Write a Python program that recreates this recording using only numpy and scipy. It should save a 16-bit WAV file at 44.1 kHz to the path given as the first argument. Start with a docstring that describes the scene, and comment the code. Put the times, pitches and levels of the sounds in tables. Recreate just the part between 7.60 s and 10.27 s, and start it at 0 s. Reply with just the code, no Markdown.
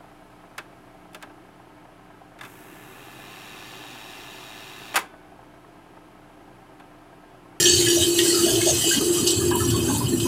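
"""Stalks crackle and steel rattles over a hydraulic drone: a cane harvester at work, close by.
Cane is crushed on its way through, stalks knock hollowly in the chute and leaves hiss, while small
impacts and hard blows sound the steel. A pump gives the drone; the engine rumbles low underneath.
The microphone is a phone's, and the crushing fades as it turns away towards the open field."""
import sys
import numpy as np
from scipy import signal
from scipy.fft import rfft, irfft
from scipy.io import wavfile
from scipy.ndimage import uniform_filter1d

SR = 44100
rng = np.random.default_rng(int(sys.argv[2]) if len(sys.argv) > 2 else 0)


def wav_record(signal):
    """Record a signal, one row per channel, as 16-bit PCM in the file named by sys.argv[1]."""
    frames = np.transpose(np.atleast_2d(signal))
    bounded = np.clip(frames, -1, 1)
    # unit amplitude maps onto the largest positive 16-bit level
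    quanta = np.round(bounded * 32767).astype(np.int16)
    wavfile.write(sys.argv[1], SR, quanta)


N = 117747
T = np.arange(N) / SR

# cane passing through, relative levels: t/s, crushing/dB, frame/dB, high ring/dB, leaf hiss/dB
CANE_FEED = [(0.0, -20.5, -24, -29, -27), (0.01, -18.5, -30, -33, -28.5), (0.07, -20.5, -23, -37, -31),
             (0.1, -19, -29, -27, -34), (0.3, -22, -27.5, -45, -31.5), (0.39, -25.5, -32, -33, -33),
             (0.42, -19, -24.5, -26, -31), (0.52, -31.5, -34, -27.5, -33.5), (0.58, -28, -28, -26, -32),
             (0.59, -21, -34, -22, -29), (0.61, -21.5, -30, -34, -32.5), (0.68, -24, -28.5, -22, -32),
             (1.04, -25, -28.5, -37, -33.5), (1.11, -20.5, -41, -31, -32), (1.12, -27, -32.5, -26.5, -34),
             (1.34, -21.5, -27.5, -24, -31), (1.39, -25.5, -24, -36, -36), (1.4, -30.5, -39, -32, -34.5),
             (1.46, -26.5, -34, -28, -34.5), (1.52, -34.5, -41, -27, -37), (1.55, -27, -31, -23, -32.5),
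             (1.64, -30, -36, -27.5, -36), (1.66, -35, -37, -36, -32), (1.67, -30, -25, -17.5, -38),
             (1.76, -34.5, -32.5, -24, -37), (1.89, -33, -36.5, -30, -37), (1.92, -50, -33, -31, -38),
             (2.01, -31, -37, -26, -33.5), (2.07, -40, -45, -35, -37), (2.1, -36, -30.5, -26, -34.5),
             (2.15, -33.5, -48, -32.5, -40), (2.18, -37, -33, -24, -39), (2.19, -43, -37, -34, -38.5),
             (2.36, -32.5, -40, -26, -36.5), (2.38, -38, -57, -36, -35), (2.48, -53, -34, -36, -39.5),
             (2.49, -35, -37, -23, -39), (2.52, -47, -43.5, -33.5, -38.5), (2.64, -40, -33, -27.5, -37.5),
             (2.67, -51, -40, -47, -40)]
# ring of the thin sheet parts, and the whistle: t/s, sheet level/dB, whistle level/dB
SHEET_AND_WHISTLE = [(0, -27, -47), (.5, -33, -56), (.9, -32.5, -56), (1.4, -35.5, -52), (1.55, -38.5, -43),
                     (1.75, -30.5, -50), (1.93, -49, -50), (2.05, -35.5, -48), (2.2, -37.5, -43),
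                     (2.35, -34, -47), (2.5, -39.5, -48), (2.67, -34, -52)]


def gain_of(db):
    return 10 ** (np.asarray(db) / 20)


def unit_rms(x):
    return x / np.sqrt(np.mean(x ** 2) + 1e-20)


def curve(table, column):
    """One column of a timed table, joined by straight lines."""
    rows = np.array(table)
    return np.interp(T, rows[:, 0], rows[:, column])


def coloured(x, spectrum):
    """x shaped by a spectrum (f/Hz, level/dB), at rms 1."""
    f, db = np.transpose(spectrum)
    hz = np.fft.rfftfreq(len(x), 1 / SR)
    shape_db = np.interp(np.log(hz + 1), np.log(f + 1), db, left=-90)
    return unit_rms(irfft(rfft(x) * gain_of(shape_db), len(x)))


def wander(top_hz):
    """Random drift of rms 1, mostly slower than top_hz."""
    spectrum = rfft(rng.standard_normal(N)) / (1 + (np.fft.rfftfreq(N, 1 / SR) / top_hz) ** 2)
    spectrum[0] = 0
    return unit_rms(irfft(spectrum, N))


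def resonate(x, hz, width):
    """x passed twice through one resonance, at rms 1."""
    carrier = np.exp(2j * np.pi * hz * np.arange(len(x)) / SR)
    pole = np.exp(-np.pi * width / SR)
    baseband = x / carrier
    for _ in range(2):
        baseband = signal.lfilter([1 - pole], [1, -pole], baseband)
    return unit_rms((carrier * baseband).real)


def resonant_noise(modes):
    """Noise in a set of resonances (f/Hz, width/Hz, level/dB), at rms 1."""
    bands = (gain_of(db) * resonate(rng.standard_normal(N), hz, width) for hz, width, db in modes)
    return unit_rms(sum(bands))


def strikes(events, rise_s):
    """An envelope with a quick rise and exponential fall for each (t/s, level/dB, t60/s)."""
    out = np.zeros(N)
    for start, db, t60 in events:
        age = np.maximum(T - start, 0)
        out += np.minimum(age / rise_s, 1) * gain_of(db - 60 * age / t60)
    return out


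def rattle(modes, patchy_db, hits_per_s=2500, spread_db=3.0):
    """Dense small impacts ring each steel part, which comes and goes by itself."""
    out = np.zeros(N)
    for hz, width, db in modes:
        hits = (rng.random(N) < hits_per_s / SR) * rng.choice([-1., 1.], N)
        force_db = spread_db * np.minimum(rng.exponential(1, N), 5) + patchy_db * wander(10)
        out += gain_of(db) * resonate(hits * gain_of(force_db), hz, width)
    return unit_rms(out)


def crushing_cane(crackle_db=1.5, patch_db=5.0):
    """Close crackling noise whose colour shifts in patches as stalks break."""
    # spectrum of crushed stalks: f/Hz, level/dB
    spectrum = [(1400, -23), (1730, -13.5), (2360, -23), (3070, -5.5), (3550, -9), (3850, -4.5),
                (4120, -10.5), (4450, -1.5), (5100, -7.5), (5450, -11.5), (5700, -4), (5920, -11),
                (6300, -2), (6700, -5), (6900, -7), (7400, -4), (9000, -10), (11000, -56)]
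    crackle = rng.standard_normal(N) * gain_of(crackle_db * wander(170))
    frames = signal.stft(coloured(crackle, spectrum), nperseg=512, noverlap=384)[2]
    patches = rng.standard_normal(frames.shape)
    for size, axis in [(2, 0), (30, 1), (10, 1)]:  # smooth across frequency, then twice along time
        patches = uniform_filter1d(patches, size, axis)
    frames *= gain_of(patch_db * unit_rms(patches))
    crunch = signal.istft(frames, nperseg=512, noverlap=384)[1][:N]
    return gain_of(curve(CANE_FEED, column=1) - 1) * unit_rms(crunch)


def rattling_steel():
    """The frame and thin sheet parts rattle, with a high ring above them."""
    # resonances of the frame, the sheet parts and the high ring: f/Hz, width/Hz, level/dB
    frame_modes = [(2567, 54, -2), (2940, 110, 5), (3116, 153, 6.5)]
    sheet_modes = [(3474, 130, -7), (3820, 51, -5), (4140, 37, 0.5), (4470, 59, 2.5), (4975, 86, -0.5),
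                   (5770, 48, 3.5), (6020, 31, -10), (6420, 120, 3.5), (6840, 110, -1)]
    high_modes = [(7280, 110, -8), (7570, 200, 0), (7830, 130, -3), (8330, 120, -8), (9230, 130, -5)]
    frame = gain_of(curve(CANE_FEED, column=2) - 1.5) * rattle(frame_modes, patchy_db=3.5)
    sheet = gain_of(curve(SHEET_AND_WHISTLE, column=1)) * rattle(sheet_modes, patchy_db=5.0)
    high_ring = gain_of(curve(CANE_FEED, column=3) - 5) * rattle(high_modes, patchy_db=1.5)
    return frame + sheet + high_ring


def hydraulic_drone(waver_hz=1.72, waver_db=2):
    """The pump's tone wavers in pitch and level inside a band of roar."""
    # course of the pump, relative levels: t/s, f/Hz, tone/dB, roar/dB
    pump = [(0.0, 353, -30.5, -31.5), (0.07, 351, -28, -33), (0.37, 344.6, -21, -32),
            (0.46, 341.9, -31.5, -37), (0.47, 345, -21, -33), (0.98, 341.5, -27, -30),
            (1.02, 340.2, -29, -40), (1.07, 349.6, -23.5, -31), (1.11, 342.3, -44, -42),
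            (1.13, 342.3, -22.5, -30), (1.22, 342.6, -55, -51.5), (1.28, 340.2, -26, -30.5),
            (1.37, 340, -41, -53), (1.39, 348.2, -27, -29), (1.54, 343.7, -21.5, -31),
            (1.62, 354.5, -43, -33), (1.66, 351.2, -26, -32.5), (1.79, 343.9, -37.5, -34.5),
            (1.87, 350, -22, -29.5), (2.09, 345.5, -27.5, -39), (2.24, 334.9, -29, -32),
            (2.36, 337, -42, -56), (2.45, 347.0, -36, -49), (2.54, 337.2, -23, -30),
            (2.59, 338.4, -34, -46), (2.67, 347, -24, -33)]
    # resonances around the tone: f/Hz, width/Hz, level/dB
    roar_modes = [(377.4, 74, 1.5), (438.6, 29, -11.5), (321.4, 21.6, -1.5)]
    hz = curve(pump, column=1) + waver_hz * wander(13.3)
    tone = np.sqrt(2) * np.sin(2 * np.pi * np.cumsum(hz) / SR)
    tone *= gain_of(curve(pump, column=2) + waver_db * wander(25.4))
    roar = gain_of(curve(pump, column=3) + 3) * resonant_noise(roar_modes)
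    return tone + roar


def stalk_knocks(rise_s=0.0045, roughness=0.48):
    """Each stalk knocks in the chute and rings at its own pitch, roughened by scraping."""
    # stalks striking the chute: t/s, level/dB, f/Hz, t60/s
    knocks = [(.003, -24, 1333, 0.079), (0.031, -19, 1743, 0.19), (0.056, -27, 1740, .15),
              (.1, -25, 1770, 0.095), (.205, -29, 2170, .15), (0.263, -22, 1717, 0.29),
              (0.265, -27, 1980, .17), (.37, -21, 629, 0.19), (.44, -34, 1680, .15),
              (0.589, -14.5, 1904, 0.081), (.65, -29, 1620, .15), (0.699, -30.5, 1940, 0.22),
              (0.736, -26, 1327, 0.33), (.778, -28, 1263, 0.22), (.778, -27.5, 1770, 0.2),
              (.858, -20.5, 641, 0.36), (.88, -28, 1640, 0.14), (.957, -19.5, 685, 0.16),
              (0.982, -30, 660, .13), (1.008, -18.5, 1640, 0.097), (1.012, -25, 2170, .15),
              (1.064, -10.5, 645, 0.15), (1.09, -15.5, 608, 0.12), (1.19, -30, 1944, 0.28),
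              (1.237, -22, 661, 0.13), (1.309, -19, 1592, 0.21), (1.32, -27, 1965, 0.17),
              (1.407, -24, 1240, 0.076), (1.568, -28.5, 1223, 0.23), (1.797, -29, 1660, 0.22),
              (1.806, -29.5, 1190, 0.16), (1.907, -18, 990, 0.22), (1.905, -33, 1180, 0.26),
              (1.909, -27, 805, .1), (1.91, -23.5, 1648, 0.18), (1.946, -15, 957, 0.11),
              (1.988, -30.5, 1740, 0.41), (2.0, -18, 1300, 0.13), (2.02, -28, 1012, 0.15),
              (2.06, -33.5, 1108, 0.34), (2.109, -33, 1480, 0.2), (2.139, -24.5, 1084, 0.22),
              (2.276, -27, 1544, 0.22), (2.291, -23, 847, 0.15), (2.298, -17, 1037, 0.11),
              (2.345, -16, 882, 0.089), (2.403, -21, 1012, 0.2), (2.519, -36, 1797, 0.25),
              (2.65, -25, 997, 0.15)]
    length = 8000
    t = np.arange(length) / SR
    out = np.zeros(N + length)
    for start, db, hz, t60 in knocks:
        scrape = resonate(rng.standard_normal(length), hz, width=113)
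        ring = (1 - roughness) * np.sin(2 * np.pi * hz * t) + roughness * scrape
        at = round(start * SR)
        out[at:at + length] += ring * (1 - np.exp(-t / rise_s)) * gain_of(db - 60 * t / t60)
    return out[:N]


def steel_blows(split_hz=3540):
    """Hard blows on the steel: each a crack, duller or brighter, that dies away."""
    # blows: t/s, level below the split/dB, level above it/dB, t60/s
    blows = [(.056, -19, -31, 0.14), (0.59, -18, -40, 0.088), (1.376, -35, -48, 0.088),
             (1.6728, -37, -15.5, 0.12), (1.705, -44, -23.5, 0.12), (1.907, -36, -33, 0.067),
             (2.103, -38, -27, 0.074), (2.6, -30, -34, .15)]
    # spectrum of the crack: f/Hz, level/dB
    spectrum = [(880, -39), (1500, -20), (2250, -54), (2450, -17.5), (3090, -0.5), (3780, -6.5), (4590, -5),
                (15000, -24.5)]
    crack = coloured(rng.standard_normal(N), spectrum)
    low = signal.sosfiltfilt(signal.butter(4, split_hz, fs=SR, output="sos"), crack)
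    rows = np.array(blows)
    dull = unit_rms(low) * strikes(rows[:, [0, 1, 3]], rise_s=0.00032)
    bright = unit_rms(crack - low) * strikes(rows[:, [0, 2, 3]], rise_s=0.0007)
    return dull + bright


def leaves(flicker_db=1.5):
    """Leaves pass through with a wide, flickering hiss, and one snaps."""
    # spectrum of the hiss: f/Hz, level/dB
    spectrum = [(3000, -50), (7200, -14), (8100, -3.5), (8700, -4), (9300, -3.5), (10000, -1.5),
                (13000, -9), (15400, -8)]
    # dry snap of a leaf: t/s, level/dB, t60/s
    snaps = [(1.953, -17, .035)]
    hiss = coloured(rng.standard_normal(N) * gain_of(flicker_db * wander(47)), spectrum)
    snap = coloured(rng.standard_normal(N), [(7320, 0), (16000, 0)]) * strikes(snaps, rise_s=0.003)
    return gain_of(curve(CANE_FEED, column=4) + 3.5) * hiss + snap


def engine():
    """The engine rumbles and growls underneath, in a nearly steady wash of machine noise."""
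    # course of the engine: t/s, rumble/dB, growl/dB
    levels = [(0.0, -36, -57), (0.09, -49, -29.5), (0.13, -25.5, -40), (0.38, -43, -40), (0.41, -27.5, -39),
              (0.6, -53, -45), (0.64, -34, -42), (0.76, -62, -41), (0.79, -43, -37), (0.85, -53, -27),
              (0.94, -28.5, -51), (0.98, -36.5, -42), (1.2, -31, -40), (1.35, -68, -48), (1.37, -55, -21.5),
              (1.43, -34, -35), (1.58, -51, -41), (1.61, -26, -24), (1.71, -51, -45), (1.78, -27.5, -33.5),
              (1.99, -34.5, -29), (2.01, -26, -41), (2.05, -26, -28.5), (2.17, -23.5, -33),
              (2.19, -31, -25), (2.42, -29, -26.5), (2.45, -20.5, -36), (2.56, -35, -23.5),
              (2.62, -24.5, -33.5), (2.67, -41, -21)]
    # resonances of the rumble and the growl: f/Hz, width/Hz, level/dB
    rumble_modes = [(83, 14, -7.5), (112.7, 40, 1)]
    growl_modes = [(210.3, 143, -2.5), (267.7, 70, 0.5)]
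    # spectrum of the machine wash: f/Hz, level/dB
    spectrum = [(12, -63), (20, -48), (103, -10.5), (188, -14), (226, -34), (345, -4.5), (374, -4),
                (449, -27.5), (561, -22), (1570, -29), (2170, -36), (2350, -43), (2500, -23), (3250, -37),
                (5500, -120)]
    wash = gain_of(-33 + 1.5 * wander(8)) * coloured(rng.standard_normal(N), spectrum)
    rumble = gain_of(curve(levels, column=1)) * resonant_noise(rumble_modes)
    growl = gain_of(curve(levels, column=2)) * resonant_noise(growl_modes)
    return rumble + growl + wash


def whistle():
    """A faint, thin whistle of narrow-band noise that comes and goes."""
    level_db = curve(SHEET_AND_WHISTLE, column=2) + 2.5 * wander(6)
    return gain_of(level_db) * resonate(rng.standard_normal(N), hz=11056, width=25)


def scene():
    """The harvester from close by in the field, in mono."""
    foreground = crushing_cane() + rattling_steel() + hydraulic_drone() + stalk_knocks() + steel_blows()
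    return (foreground + leaves() + engine() + whistle())[None]


def record(dry, low_hz=44.3, top_hz=15500):
    """The phone's microphone rolls off the deep bass and cuts the highest treble."""
    thinned = signal.sosfilt(signal.butter(1, low_hz, "high", fs=SR, output="sos"), dry)
    band_limit = signal.firwin(1501, top_hz, window=("kaiser", 9), fs=SR)
    return signal.oaconvolve(thinned, band_limit[None], "same")


dry = scene()
out = record(dry)
wav_record(out)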